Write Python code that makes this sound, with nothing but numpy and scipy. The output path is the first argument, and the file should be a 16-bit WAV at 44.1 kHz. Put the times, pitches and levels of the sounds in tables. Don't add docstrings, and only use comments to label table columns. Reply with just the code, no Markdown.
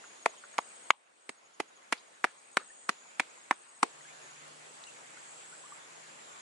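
import sys
import numpy as np
from scipy import signal
from scipy.fft import rfft, irfft, next_fast_len
from scipy.io import wavfile
from scipy.ndimage import uniform_filter1d, map_coordinates

SR = 44100
rng = np.random.default_rng(int(sys.argv[2]) if len(sys.argv) > 2 else 0)


def gain_from_db(level_db):
    decades = np.asarray(level_db, float) / 20
    return 10 ** decades


def wav_record(signal):
    frames = np.transpose(np.atleast_2d(signal))
    bounded = np.clip(frames, -1, 1)
    quanta = np.round(bounded * 32767).astype(np.int16)
    wavfile.write(sys.argv[1], SR, quanta)


N = 282664

CUT = 3.885
HISS_PER_GAIN = 0.31


def unit(x):
    return x / np.sqrt(np.mean(x ** 2) + 1e-20)


def along(points, hz):
    f, v = np.transpose(points)
    return np.interp(np.log(hz + 1), np.log(f + 1), v)


def curves(rows):
    s, *cols = np.transpose(rows)
    return [np.interp(np.arange(N) / SR, s, c) for c in cols]


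def wobble(rate):
    knots = rng.standard_normal(int(N * rate / SR) + 4)
    return map_coordinates(knots, [np.arange(N) * rate / SR])


def filtered(x, response):
    m = next_fast_len(x.shape[-1] + 8192)
    spectrum = rfft(x, m) * response(np.fft.rfftfreq(m, 1 / SR))
    return irfft(spectrum, m)[..., :x.shape[-1]]


def resonance(hz, width_hz):
    return lambda f: (f * width_hz / (hz * hz - f * f + 1j * f * width_hz)) ** 2


def ring(t, hz, t60, attack):
    return gain_from_db(-60 * t / t60) * (1 - np.exp(-t / attack)) * np.sin(2 * np.pi * hz * t)


def add(track, s, sound):
    part = track[:, max(round(s * SR), 0):][:, :sound.shape[1]]
    part += sound[:, :part.shape[1]]


def hollow(x):
    # (f/Hz, t60/s)
    decay = [(200, .12), (500, 0.16), (1500, 0.04), (4000, 0.24), (10000, 0.029)]
    hz, t, z = signal.stft(rng.standard_normal((2, SR // 4)), SR, nperseg=256)
    fading = z * gain_from_db(-60 * t / along(decay, hz)[:, None])
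    tail = signal.istft(fading, SR, nperseg=256)[1]
    return signal.fftconvolve(x, tail / np.linalg.norm(tail[0]), axes=1)[:, :x.shape[1]]


def camera_gain_db():
    # (t/s, gain/dB)
    gain = [(0, -0.5), (.907, -0.5), (.918, -13.5), (1.2, -10), (1.45, -6.5), (1.9, -4.5), (2.9, -4),
            (3.2, -1.5), (3.86, -4.5), (3.9, -1), (4.1, 1.5), (6.41, 1.5)]
    return curves(gain)[0]


def woods():
    # (f/Hz, density/dB per Hz)
    colour = [(24, -48.5), (40, -40), (75, -23), (146, -10), (228, -4.5), (556, 3.5), (1300, 3),
              (2200, -0.5), (4950, -7.5), (6200, -9), (8000, -10), (11000, -13.5), (14000, -20)]
    # (f/Hz, likeness from -1 to 1)
    alike = [(60, 0.62), (130, 0.68), (270, 0.032), (580, -0.33), (1230, -0.39), (2610, -0.02),
             (5560, 0.19), (11800, 0.51)]
    z = signal.stft(rng.standard_normal((2, N)), nperseg=512)[2]
    patches = uniform_filter1d(rng.standard_normal(z.shape[1:]), size=5, axis=0)
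    patches = uniform_filter1d(patches, size=10, axis=1)
    depth_db = along([(300, 1.3), (2000, 2), (6000, 1.1)], np.fft.rfftfreq(512, 1 / SR))[:, None]
    pair = signal.istft(z * gain_from_db(depth_db * unit(patches)), nperseg=512)[1][:, :N]

    def mid_side(hz):
        angle = np.arccos(np.clip(along(alike, hz), -1, 1)) / 2
        return gain_from_db(along(colour, hz)) * [np.cos(angle), np.sin(angle)]

    mid, side = filtered(pair, mid_side)
    rush = unit(np.array([mid + side, mid - side]))
    hiss = filtered(rush, lambda hz: 1 / (1 + (3000 / (hz + 1)) ** 4))
    dulling = gain_from_db(HISS_PER_GAIN * camera_gain_db()) - 1
    return gain_from_db(-54.5 + 0.35 * wobble(2.8)) * (rush + dulling * hiss)


def trickle(count=420):
    t = np.arange(SR // 25) / SR
    when, pitch, size, side = rng.uniform(size=(count, 4)).T
    hz = 700 * np.exp(1.5 * pitch)[:, None]
    level_db = -67 - 2.5 * np.log(size + .03)
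    bubbles = gain_from_db(level_db)[:, None] * ring(t, hz * (1 + 3 * t), t60=60 / hz, attack=.002)
    out = np.zeros((2, N))
    for s, pan, bubble in zip(when * N / SR, side * np.pi, bubbles):
        add(out, s, np.outer([np.sin(pan + .5), np.cos(pan + .5)], bubble))
    return out


def buzz(hz, width_hz, rate, depth):
    clicks = np.diff(np.floor(np.cumsum(rate * (1 + .008 * wobble(4))) / SR), prepend=0)
    t = np.arange(SR // 20) / SR
    leaves = rng.standard_normal((2, len(t))) * gain_from_db(-60 * t / 0.045)
    near = unit(signal.fftconvolve(clicks[None], leaves, axes=1)[:, :N])
    far = rng.standard_normal((2, N))
    return unit(filtered(depth * near + (1 - depth) * far, resonance(hz, width_hz)))


def phrases(rows):
    t = np.arange(N) / SR
    stop_s, resting_db, swell = 0.068, -75, 1.6
    gain = gain_from_db(resting_db)
    for start, full, stop, db in rows:
        gain = gain + gain_from_db(db) * np.interp(t, [start, full, stop, stop + stop_s], [0, 1, 1, 0]) ** swell
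    return gain


def cicadas():
    # (start t/s, full voice t/s, stop t/s, level/dB)
    near_phrases = [(-.2, .8, 1, -56), (1, 1.22, 1.335, -55.5), (1.7, 2.55, 2.88, -55.5),
                    (2.85, 3.75, 3.86, -57), (3.7, 3.9, 4.05, -62), (4, 4.6, 4.95, -69),
                    (4.8, 5.25, 5.76, -63), (5.6, 6.1, 5.6, -72)]
    middle_phrases = [(.2, .7, 0.75, -68.5), (2.7, 3.3, 3.5, -64.5), (4.2, 5.3, 5.76, -65),
                      (5.6, 6, 7.3, -80)]
    beside_phrases = [(-.2, .05, 0.094, -65), (2.5, 2.75, 3.12, -59)]
    deep_phrases = [(3.7, 3.95, 4.45, -71), (4.6, 5.4, 5.76, -72), (5.7, 6.2, 6.5, -63.5)]
    pair = buzz(8060, 260, rate=69, depth=.65) + .8 * buzz(8210, 320, rate=70, depth=.65)
    near = np.where(np.arange(N) < CUT * SR, unit(pair), buzz(8030, 300, rate=66, depth=.4))
    middle = gain_from_db(1.5 * wobble(5)) * buzz(7620, 400, rate=64, depth=.3)
    near = gain_from_db(1.2 * wobble(5.5)) * near
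    beside = buzz(6950, 450, rate=62, depth=.3)
    deep = buzz(7330, 300, rate=79, depth=0.34)
    out = phrases(near_phrases) * near + phrases(middle_phrases) * middle
    return out + phrases(beside_phrases) * beside + phrases(deep_phrases) * deep


def pebbles():
    # (t/s, level/dB, f/Hz, t60/s)
    knocks = [(.038, -44, 1440, 0.084), (.291, -41, 550, 0.026), (0.339, -51, 990, 0.099),
              (.437, -42.5, 1390, 0.081), (0.538, -45, 1450, 0.066), (0.934, -51, 903, 0.095),
              (1.977, -47.5, 3980, 0.094), (2.269, -46, 1620, 0.19), (2.595, -41.5, 1420, 0.15),
              (3.234, -38, 1460, 0.015), (3.843, -48, 415, 0.059), (3.868, -46, 420, 0.034),
              (2.61, -37, 420, 0.033), (3.37, -52, 950, .1), (3.66, -54.5, 1170, .1), (4.872, -49, 70, .05),
              (4.48, -42, 10300, .01), (4.838, -37.5, 3900, 0.025), (4.96, -46.5, 2070, 0.071),
              (5.031, -56, 2200, 0.2), (5.089, -54.5, 2200, 0.6), (5.14, -53, 2310, 0.26),
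              (4.871, -45, 9000, .008), (5.105, -44, 9500, 0.0093)]
    out, t = np.zeros((2, N)), np.arange(SR // 8) / SR
    for s, db, hz, t60 in knocks:
        noise = rng.standard_normal(len(t)) + 0.65 * rng.standard_normal((2, len(t)))
        knock = unit(filtered(noise, resonance(hz, .4 * hz)))
        add(out, s, gain_from_db(db - 5 - 60 * t / t60) * knock)
    return out * gain_from_db(-camera_gain_db())


def chirps():
    # (first chirp t/s, last t/s, period/s)
    trains = [
        (.073, 3.85, .07706),
        (3.953, 6.45, .072),
    ]
    # (t/s, level/dB)
    effort = [(0, -51.5), (.85, -55), (.95, -63), (1.4, -53), (1.7, -52), (2.15, -57), (2.5, -54),
              (3.1, -58), (3.45, -53.5), (4.1, -59), (4.45, -63), (4.7, -76), (4.97, -66), (5.25, -76),
              (5.55, -82), (5.83, -63), (6.05, -77), (6.35, -54.5)]
    scatter_s, scatter_db = .003, 1.5
    when = np.concatenate([np.arange(first, last, period) for first, last, period in trains])
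    chance = rng.standard_normal((len(when), 2))
    level_db = np.interp(when, *np.transpose(effort)) + scatter_db * chance[:, 1]
    return zip(when + scatter_s * chance[:, 0], level_db)


def crickets():
    out, t = np.zeros((2, N)), np.arange(SR // 20) / SR
    for s, db in chirps():
        length = .04 * np.exp(rng.normal(0, .08))
        stroke = np.sin(np.pi * np.clip(t / length, 0, 1)) ** 2
        phase = 2 * np.pi * (6830 * t - 3400 * t ** 2) + rng.normal(0, .6, (2, 1))
        side_db = [[db - 1.5], [db - .3]] + rng.normal(0, 0.5, (2, 1))
        add(out, s - length / 2, gain_from_db(side_db) * stroke * np.sin(phase))
    far = gain_from_db(-66.5 + 2.5 * wobble(5)) * buzz(6695, 140, rate=47, depth=.1)
    return out + far * gain_from_db([[.9], [-.9]])


def crushed_grit(since):
    # (f/Hz, density/dB per Hz)
    colour = [(150, -31), (400, -0.5), (1000, -1.5), (2200, -3.5), (4500, -10.5), (7000, -12.5),
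              (9000, -17), (11500, -17)]
    n = len(since)
    grains = rng.standard_normal((3, n)) * gain_from_db(7 * rng.standard_normal(n))
    grains = 0.53 * grains[0] + 0.91 * grains[1:]
    grains = unit(filtered(grains, lambda f: gain_from_db(along(colour, f))))
    decay = gain_from_db(-60 * since / 0.021) + gain_from_db(-35 - 60 * since / 0.43)
    return np.where(since < 0, gain_from_db(-8.5 + 5800 * since), decay) * grains


def reflect(near, direct, walls_db):
    # (delay/s, left level/dB, right level/dB)
    boulders = [(.0009, -10, -18), (.0017, -24.5, -11), (.0031, -16.5, -10.5), (.0046, -9, -9),
                (.0068, -18.5, -17)]
    for delay, *side_db in boulders:
        for side in (0, 1):
            lag = round(SR * delay * np.exp(rng.normal(0, 0.13)))
            near[side, lag:] += gain_from_db(side_db[side] + walls_db) * direct[side, :-lag]


def stone():
    # (t/s, peak level/dB, thud f/Hz, click level/dB)
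    blows = [(0.2593, -16.5, 2420, 6), (0.2614, -4.5, 844, -14.5), (0.5824, -21, 2320, 5),
             (0.5877, -8, 900, -16), (0.9047, 0.5, 1130, -13), (0.906, 0, 3200, -6.5),
             (1.2925, -17, 2330, 1.5), (1.2948, -25.5, 770, -16), (1.6003, -30, 960, -15),
             (1.6027, -10, 790, -6), (1.9249, -6.5, 1124, -8.5), (1.9285, -20, 1480, 11.5),
             (2.2423, -2, 1270, -4), (2.2462, -8, 820, -8), (2.5712, 1, 1370, -16),
             (2.5702, -4.5, 3740, -41), (2.8921, -3, 1374, -15), (3.1974, -6.5, 1600, -4),
             (3.1986, -13.5, 850, 3), (3.202, -42, 2350, -25), (3.5103, -3, 900, -5.5),
             (3.526, -20.5, 1490, -34), (3.8296, -11, 1210, -2.5), (3.831, 2, 877, -19)]
    # (first touch t/s, grit level/dB, low body level/dB, body f/Hz, high tone level/dB)
    strokes = [(.2587, -25.5, -21, 486, -29.5), (.5822, -25, -36, 294, -27),
               (.9049, -26.5, -25, 230, -20.5), (1.2927, -24, -20, 228, -26.5),
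               (1.6008, -22, -12.5, 318, -36.5), (1.9246, -14, -18.5, 233, -29),
               (2.2425, -18.5, -17, 420, -38), (2.5702, -20.5, -16, 387, -26),
               (2.8924, -14.5, -17, 271, -28), (3.1974, -21, -21.5, 278, -32),
               (3.5104, -23.5, -15.5, 340, -26.5), (3.8298, -16, -6, 434, -14.5)]
    spent_db_per_s = 1507
    close_until = 1.1
    out, t = np.zeros((2, N)), np.arange(SR // 4) / SR
    lead = SR // 200
    for s, db, hz, click_db in blows:
        first, grit_db, body_db, body_hz, chime_db = min(strokes, key=lambda stroke: abs(stroke[0] - s))
        spent_db = spent_db_per_s * max(s - first, 0)
        close = s < close_until
        pan_db, walls_db = (2.5, -4) if close else (-.4, .1)
        body_hz = body_hz * np.exp(rng.normal(0, 0.057))
        thud = ring(t, hz, t60=5 / hz, attack=0.00034)
        thud += gain_from_db(body_db - db - spent_db) * ring(t, body_hz, t60=0.012, attack=0.00059)
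        click_hz = 2200 * np.exp(rng.normal(0, 0.066))
        click = -gain_from_db(click_db) * ring(t, click_hz, t60=0.0039, attack=0.00014)
        chime_hz = 6730 if close else 8130
        chime = gain_from_db(chime_db - spent_db) * ring(t, chime_hz, t60=0.0082, attack=0.0003)
        direct = (gain_from_db(db + 4) * (thud + click) + chime) * gain_from_db([[pan_db / 2], [-pan_db / 2]])
        direct = np.pad(direct, ((0, 0), (lead, 0)))[:, :len(t)]
        near = direct + gain_from_db(grit_db - spent_db) * crushed_grit(t - lead / SR)
        reflect(near, direct, walls_db)
        add(out, s - lead / SR, near + gain_from_db(-21.5) * hollow(near))
    return filtered(out, lambda f: (1j * f / (1j * f + 170)) ** 4)


def drips():
    # (t/s, peak level/dB, f/Hz, t60/s)
    drops = [(0.3697, -49.5, 3180, 0.04), (2.7013, -44.5, 1800, 0.032), (4.0504, -43, 1620, 0.035),
             (4.8693, -39, 2840, 0.024), (4.8846, -41, 2690, 0.023), (5.1694, -48, 1440, 0.068),
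             (5.5248, -45.5, 1440, 0.062), (5.637, -46, 1030, 0.035), (5.651, -43, 1147, 0.042),
             (4.007, -48, 1970, 0.037), (4.082, -47.5, 2150, 0.038), (4.215, -49, 2380, 0.033),
             (5.7204, -37, 1173, 0.033)]
    out, t = np.zeros((2, N)), np.arange(SR // 8) / SR
    for s, db, hz, t60 in drops:
        bubble = ring(t, hz * (.96 + 4 * t), t60, attack=0.0031)
        burst = gain_from_db([[db + 4.5], [db - .6]]) * bubble
        add(out, s, burst + gain_from_db(-3) * hollow(burst))
    return out * gain_from_db(-camera_gain_db())


def engine():
    # (t/s, f/Hz, level/dB)
    hum = [(3.88, 154.7, -100), (3.92, 152.9, -79.5), (4.45, 151.3, -73), (5, 159.7, -84), (5.4, 160, -82),
           (5.7, 161.7, -84), (6, 161, -77.5), (6.41, 161.6, -85)]
    hz, db = curves(hum)
    upper_gain = gain_from_db(db + 3 + 1.5 * wobble(5))
    upper = upper_gain * np.sin(2 * np.pi * np.cumsum(hz + .7 * wobble(8)) / SR)
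    lower_gain = gain_from_db(-86 + 3 + 2.5 * wobble(6)) * (np.arange(N) > CUT * SR)
    lower = lower_gain * np.sin(2 * np.pi * np.cumsum(133 + 1.2 * wobble(8)) / SR)
    return upper + lower


def scene():
    ground = stone() + drips() + pebbles()
    insects = gain_from_db(HISS_PER_GAIN * camera_gain_db()) * (crickets() + cicadas())
    return ground + insects + woods() + trickle() + engine()


def top_cut(x):
    return signal.sosfilt(signal.butter(12, 12430, fs=SR, output="sos"), x)


def record(dry):
    top_hz = 11060
    level = dry * gain_from_db(camera_gain_db())
    level = level / (1 + np.abs(level / .99) ** 8) ** (1 / 8)
    passed = lambda hz: np.where(hz < top_hz, 1, gain_from_db(-36 - .008 * (hz - top_hz)))
    return top_cut(filtered(level, passed))


dry = scene()
out = record(dry)
wav_record(out)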